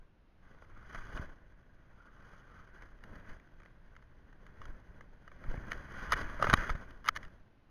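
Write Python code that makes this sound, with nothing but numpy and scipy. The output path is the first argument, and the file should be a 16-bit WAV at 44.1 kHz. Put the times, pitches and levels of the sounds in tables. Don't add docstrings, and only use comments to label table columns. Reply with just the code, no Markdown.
import sys
import numpy as np
from scipy import signal
from scipy.fft import rfft, irfft, next_fast_len
from scipy.io import wavfile
from scipy.ndimage import map_coordinates

SR = 44100
rng = np.random.default_rng(int(sys.argv[2]) if len(sys.argv) > 2 else 0)


def log_audio(samples):
    frames = np.atleast_2d(samples).T
    limited = np.clip(frames, -1, 1)
    pcm = np.round(limited * 32767).astype(np.int16)
    wavfile.write(sys.argv[1], SR, pcm)


N = 339570

# (frequency [Hz], density [dB])
STREAM_SPECTRUM = [(25, 1.5), (80, -4), (130, -8), (300, -11.5), (450, -16.5), (1100, -21), (1550, -22.5),
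                   (2000, -26), (3000, -30.5), (5000, -40.5), (6500, -45), (8000, -46), (15500, -57.5)]
# (peak time [s], rise [s], fall [s], level [dB], brightness [dB], weight [dB])
CLOTH_STROKES = [(.02, .05, 0.063, -77.5, 2, 1.5), (.445, .025, .16, -68.5, 0.5, -6),
                 (.78, 0.126, 0.186, -62, -9, -2), (.96, 0.0884, .12, -51.5, -4, -4),
                 (1.19, 0.151, 0.0986, -53, 1, 1), (2.02, 0.078, 0.056, -69, -20, -7.5),
                 (2.32, 0.31, 0.27, -64, -4.5, -3.5), (2.59, 0.098, .06, -60, -2.5, -3.5),
                 (2.79, 0.1, .13, -62, 4, -3), (3.17, 0.1334, 0.067, -61.5, 16.5, 4.5),
                 (3.31, 0.091, 0.0632, -58, 12, -1), (4.66, 0.19, 0.21, -63, 8, 2.5),
                 (4.95, .12, 0.18, -73.5, 11.5, 6.5), (5.33, 0.093, 0.154, -69.5, 2.5, -4),
                 (5.48, .055, 0.22, -55.5, 7.5, 5), (5.68, 0.25, 0.39, -57, 12, 2.5),
                 (6.0, .17, 0.32, -48, 2, -1), (6.17, 0.091, 0.16, -43, -0.5, 1),
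                 (6.5, .11, 0.061, -40, -3, 0.5), (6.609, 0.045, 0.081, -40.5, 11.5, -1),
                 (6.7, 0.04, 0.15, -51, -2.5, 1), (6.89, .1, 0.15, -64, -2, 0),
                 (7.24, 0.21, 0.088, -62, 5, 3)]
# (frequency [Hz], width [Hz], gain [dB])
CASE_MODES = [(585, 190, 0), (1190, 367, 0.5), (1417, 325, 7.5), (1429, 359.2, 5.5), (2069, 420, -0.5),
              (2280, 460, -6.5), (2977, 200, 0.5), (3292, 260, 0.5), (3960, 290, -9), (4770, 480, -7),
              (5990, 460, -7.5), (6470, 330, -5.5), (9720, 270, -13.5), (10930, 460, -23),
              (13200, 690, -26), (14300, 640, -21)]
LID_MODES, WALL_MODES, TREBLE_MODES = CASE_MODES[:1], CASE_MODES[1:6], CASE_MODES[6:]
# (frequency [Hz], density [dB])
SWISH_SPECTRUM = [(400, -23.5), (850, -6), (1100, -3.5), (1500, 0), (2000, -4.5), (2400, -11.5),
                  (3200, -27), (5000, -49)]
# (frequency [Hz], density [dB])
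SCUFF_SPECTRUM = [(90, -22), (170, 1.5), (300, 0.5), (430, -2), (590, -1.5), (760, -5.5), (1100, -10),
                  (2000, -47.5)]
# (frequency [Hz], density [dB])
RUMBLE_SPECTRUM = [(12, -1), (28, 0), (45, -7.5), (75, -11), (130, -16.5), (230, -25), (500, -68.5)]
# (time [s], level [dB], hardness [dB], ring pitch [Hz]); hardness > 0 is a sharp click
GEAR_HITS = [(.547, -67, -18.5, 1370), (.622, -56.5, -14, 1364), (0.9467, -40, -6, 1380),
             (1.1744, -41.5, -5.5, 1500), (2.333, -59, -16, 1290), (2.822, -52.5, 1, 1940),
             (3.0378, -49.5, 2, 2010), (3.1554, -54, 1, 1620), (3.398, -60.5, 3, 1910),
             (3.6005, -58.5, -4, 1510), (3.659, -55, -5.5, 1470), (3.9641, -53, 1.5, 1430),
             (4.3276, -59, -5, 1570), (4.465, -55, 2, 1710), (4.616, -48, -1, 1515),
             (4.654, -49.5, 8, 1520), (5.008, -50.5, -6.5, 1585), (5.2778, -50, -3, 1630),
             (5.3164, -54.5, -6, 1580), (5.439, -50.5, -5, 1480), (5.5408, -47.5, -15.5, 1570),
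             (5.5742, -52.5, -11, 1600), (5.7176, -33.5, -1, 1770), (5.7307, -42, 5, 1670),
             (6.1214, -22.5, 7, 1450), (6.1304, -24, -1, 1300), (6.3978, -43, -17.5, 1260),
             (6.4251, -22.5, -8, 1186), (6.4424, -28.5, -11.5, 1213), (6.4693, -30, -10, 1206),
             (6.4983, -25, 0, 1580), (6.53, -23.5, -4.5, 1430), (6.5374, -16, 9, 1150),
             (6.694, -33.5, -9, 1180), (6.7005, -32.5, -2.5, 1650), (6.752, -46, -7.5, 1600),
             (6.9073, -54, 11.5, 1600), (7.0868, -20.5, 12.5, 1540), (7.1626, -36, 8, 1760),
             (7.23, -49.5, 5, 1681)]
# (frequency [Hz], density [dB])
SNAP_SPECTRUM = [(1500, -19), (2500, -1.5), (3200, 5), (4000, 6), (5000, -8.5), (6500, -24.5), (9500, -20),
                 (14500, -18)]
# (start [s], length [s], end level [dB], hardness [dB], ring pitch [Hz])
GEAR_SCRAPES = [(0.937, 0.019, -45, -3, 1500), (5.705, .014, -41, 8, 1660),
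                (6.107, 0.0286, -29.5, 3.5, 1400), (6.488, 0.019, -33, -3, 1450),
                (7.045, .036, -35, 4.5, 1230), (7.149, .02, -38.5, 8, 1750), (7.224, 0.025, -52, 5, 1650)]
# (time [s], level [dB], nominal flex rate [Hz])
BODY_SHOVES = [(0.971, -34.5, 25.5), (1.147, -32.5, 50), (1.196, -27.5, 131), (1.217, -38.5, 40),
               (4.69, -33, 29.6), (5.484, -23, 25), (5.542, -34, 238), (5.577, -29.5, 89), (6.49, -24, 141),
               (6.526, -21.5, 48.6), (6.537, -13, 234.5), (6.5451, -26, 79.82), (6.583, -22.5, 39.56),
               (6.705, -22, 35.6), (6.75, -28.5, 100)]
# (start [s], length [s], level [dB], top pitch [Hz])
LINE_PULLS = [(1.95, .17, -65.5, 1450), (2.45, 0.21, -66.5, 1300), (2.7, .17, -66.5, 1570)]
# (centre [Hz], half width [Hz], gain [dB])
SHELL_BANDS = [(145, 40, 1.5), (759, 70, -3), (2683, 100, -7), (2918, 110, 5.5), (5067, 94, 3.5),
               (5310, 130, -6.5)]

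MOVING_FROM_S, MOVING_TO_S = .42, 7.35
MEDIUM_STROKE_DB = -61.5


def amp(db):
    return 10 ** (np.asarray(db) / 20)


def unit_rms(x):
    return x / np.sqrt(np.mean(x ** 2) + 1e-20)


def wobble(rate_hz):
    knots = rng.standard_normal(int(N * rate_hz / SR) + 4)
    return map_coordinates(knots, [np.arange(N) * rate_hz / SR])


def filtered(x, response):
    size = next_fast_len(len(x) + 8192)
    return irfft(rfft(x, size) * response(np.fft.rfftfreq(size, 1 / SR)), size)[:len(x)]


def coloured(x, spectrum):
    points_hz, db = np.transpose(spectrum)
    return unit_rms(filtered(x, lambda hz: amp(np.interp(np.log(hz + 1), np.log(points_hz), db))))


def resonance(hz, centre_hz, width_hz):
    return 1j * hz * width_hz / (centre_hz ** 2 - hz ** 2 + 1j * hz * width_hz)


def add(track, time_s, sound):
    part = track[round(time_s * SR):][:len(sound)]
    part += sound[:len(part)]


def stream(level_db=-66.5):
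    return amp(level_db + .6 * wobble(3.2)) * coloured(rng.standard_normal(N), STREAM_SPECTRUM)


def rubbing(rest_db=-89.5, brush_db=-74, brush_bright_db=4.5, drop_db=10.5, onset_s=.012, settle_s=.2):
    t = np.arange(N) / SR
    moving = np.clip((t - MOVING_FROM_S) / onset_s, 0, 1)
    moving *= np.clip(1 - (t - MOVING_TO_S) / settle_s, 0, 1)
    power = amp(rest_db) ** 2 + (moving * amp(brush_db)) ** 2
    bright_sum, weight_sum = brush_bright_db * power, np.zeros(N)
    for peak_s, rise_s, fall_s, db, bright_db, weight_db in CLOTH_STROKES:
        from_peak = np.abs(t - peak_s) / np.where(t < peak_s, rise_s, fall_s)
        stroke_power = amp(db - drop_db * np.minimum(from_peak, 10) ** 1.22) ** 2
        power += stroke_power
        bright_sum += bright_db * stroke_power
        weight_sum += weight_db * stroke_power
    return 10 * np.log10(power), bright_sum / power, weight_sum / power


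def friction(slips_per_s, spread_db, sliding):
    slips = (rng.random(N) < slips_per_s / SR) * rng.choice([-1, 1], N)
    size_db = spread_db * np.minimum(rng.exponential(size=N), 4)
    return unit_rms(unit_rms(slips * amp(size_db)) + sliding * rng.standard_normal(N))


def case_ring(force, modes, band_hz):
    def ring(hz):
        return sum((-1) ** k * amp(db) * resonance(hz, centre_hz, width_hz)
                   for k, (centre_hz, width_hz, db) in enumerate(modes))
    b, a = signal.butter(3, band_hz, "bandpass", analog=True)
    return unit_rms(filtered(force, lambda hz: ring(hz) * signal.freqs(b, a, hz)[1]))


def rustle(rub_db, bright_db, weight_db):
    slips = friction(slips_per_s=1400, spread_db=2.5, sliding=.8)
    slips *= amp(2.3 * wobble(130) + 1.8 * wobble(30))
    tilt = amp(bright_db + 2.8 * wobble(22))
    dull = case_ring(slips, WALL_MODES[:2], band_hz=(820, 1527))
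    bright = case_ring(np.roll(slips, SR // 400), WALL_MODES[2:], band_hz=(1130, 2530))
    walls = (dull + tilt * bright) / np.sqrt(1 + tilt ** 2)
    swish = coloured(rng.standard_normal(N), SWISH_SPECTRUM) * amp(2 * wobble(90))
    middle = unit_rms(walls + .6 * swish)
    snags = friction(slips_per_s=180, spread_db=4, sliding=0)
    treble = case_ring(slips + .19 * snags, TREBLE_MODES, band_hz=(2850, 15500))
    hiss = amp(-17 + 1.5 * wobble(45)) * treble
    scuff_db = -62 + .74 * (rub_db - MEDIUM_STROKE_DB) + weight_db
    return amp(rub_db + 1.56) * (middle + hiss) + amp(scuff_db) * coloured(slips, SCUFF_SPECTRUM)


def sway(rub_db, weight_db):
    sway_db = -51 + .58 * (rub_db - MEDIUM_STROKE_DB) + weight_db
    return amp(sway_db) * coloured(rng.standard_normal(N), RUMBLE_SPECTRUM)


def loaded(modes, detune=.012, damping=1.373):
    return [(hz * (1 + detune * rng.normal()), width_hz * damping, db + 1.5 * rng.normal())
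            for hz, width_hz, db in modes]


def touch(level_db, hard_db, ring_hz, chatter_s=.0033):
    t = np.arange(SR // 16) / SR
    chatter_decay = np.exp(-(t / chatter_s) ** 2)
    force = .15 * rng.standard_normal(len(t)) * chatter_decay
    force[0] += 1
    lid = case_ring(force, loaded(LID_MODES), band_hz=(154, 839))
    thump = unit_rms(filtered(force, lambda hz: resonance(hz, 160, width_hz=190) ** 2))
    knock = unit_rms(lid + .5 * thump)
    spot_force = filtered(force, lambda hz: 1 + amp(6) * resonance(hz, ring_hz, width_hz=520))
    walls = case_ring(spot_force, loaded(WALL_MODES), band_hz=(975, 3250))
    treble = case_ring(force, loaded(TREBLE_MODES), band_hz=(2530, 16900))
    crack = coloured(rng.standard_normal(len(t)) * chatter_decay, SNAP_SPECTRUM)
    snap_db = level_db - 28 + .55 * hard_db
    snap = unit_rms(treble + np.interp(snap_db, [-71, -43], [.3, 1]) * crack)
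    return amp(level_db - 25 - hard_db) * knock + amp(level_db - 12) * walls + amp(snap_db) * snap


def gear(rebound_s=.003, rebound_db=-7.5, ticks_per_s=2.5):
    track = np.zeros(N)
    for time_s, db, hard_db, ring_hz in GEAR_HITS:
        hit = touch(db, hard_db, ring_hz)
        add(track, time_s, hit)
        flight_s = rebound_s * np.exp(.25 * rng.normal())
        add(track, time_s + flight_s, amp(rebound_db) * hit)
    span_s = MOVING_TO_S - MOVING_FROM_S
    for _ in range(round(ticks_per_s * span_s)):
        time_s = MOVING_FROM_S + span_s * rng.random()
        add(track, time_s, touch(-62.5 + 1.5 * rng.normal(), hard_db=0, ring_hz=1550))
    return track


def scrapes(catch_s=.006, swell_db=14.5):
    track = np.zeros(N)
    for start_s, length_s, end_db, hard_db, ring_hz in GEAR_SCRAPES:
        for progress in np.linspace(0, 1, round(length_s / catch_s) + 1):
            jitter_s = .25 * catch_s * rng.normal()
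            catch = touch(end_db - swell_db * (1 - progress), hard_db, ring_hz)
            add(track, start_s + progress * length_s + jitter_s, catch)
    return track


def shoves():
    track = np.zeros(N)
    t = np.arange(SR // 6) / SR
    for time_s, db, flex_hz in BODY_SHOVES:
        phase = 2 * np.pi * flex_hz * t / 1.15
        flex = phase ** 2 * (1 - phase / 3) * np.exp(-phase)
        add(track, time_s, amp(db + 9) * flex)
    return track


def line_zip(pitch_sag=.17, width_hz=140):
    track = np.zeros(N)
    grain = unit_rms(filtered(rng.standard_normal(N), lambda hz: np.exp(-(hz / width_hz) ** 2)))
    for start_s, length_s, db, top_hz in LINE_PULLS:
        speed = np.sin(np.linspace(0, np.pi, round(length_s * SR)))
        pitch_hz = top_hz * (1 - pitch_sag * (1 - speed))
        phase = 2 * np.pi * np.cumsum(pitch_hz) / SR
        add(track, start_s, amp(db) * speed * np.sqrt(2) * np.sin(phase))
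    return track * grain


def shell(x):
    def gain_db(hz):
        return sum(db * np.exp(-((hz - centre_hz) / half_width_hz) ** 4)
                   for centre_hz, half_width_hz, db in SHELL_BANDS)
    return filtered(x, lambda hz: amp(gain_db(hz)))


def scene():
    rub_db, bright_db, weight_db = rubbing()
    cloth = rustle(rub_db, bright_db, weight_db) + sway(rub_db, weight_db)
    return (stream() + line_zip() + shell(cloth + gear() + scrapes() + shoves()))[None]


def record(dry):
    def port(hz, notch_hz=7950, limit_hz=15750):
        notch_db = -17 * np.exp(-((hz - notch_hz) / 950) ** 4)
        rolloff_db = -14 * np.clip((hz - 14700) / 1000, 0, 1)
        return amp(notch_db + rolloff_db) * (hz < limit_hz)
    return filtered(dry[0], port)[None]


dry = scene()
out = record(dry)
log_audio(out)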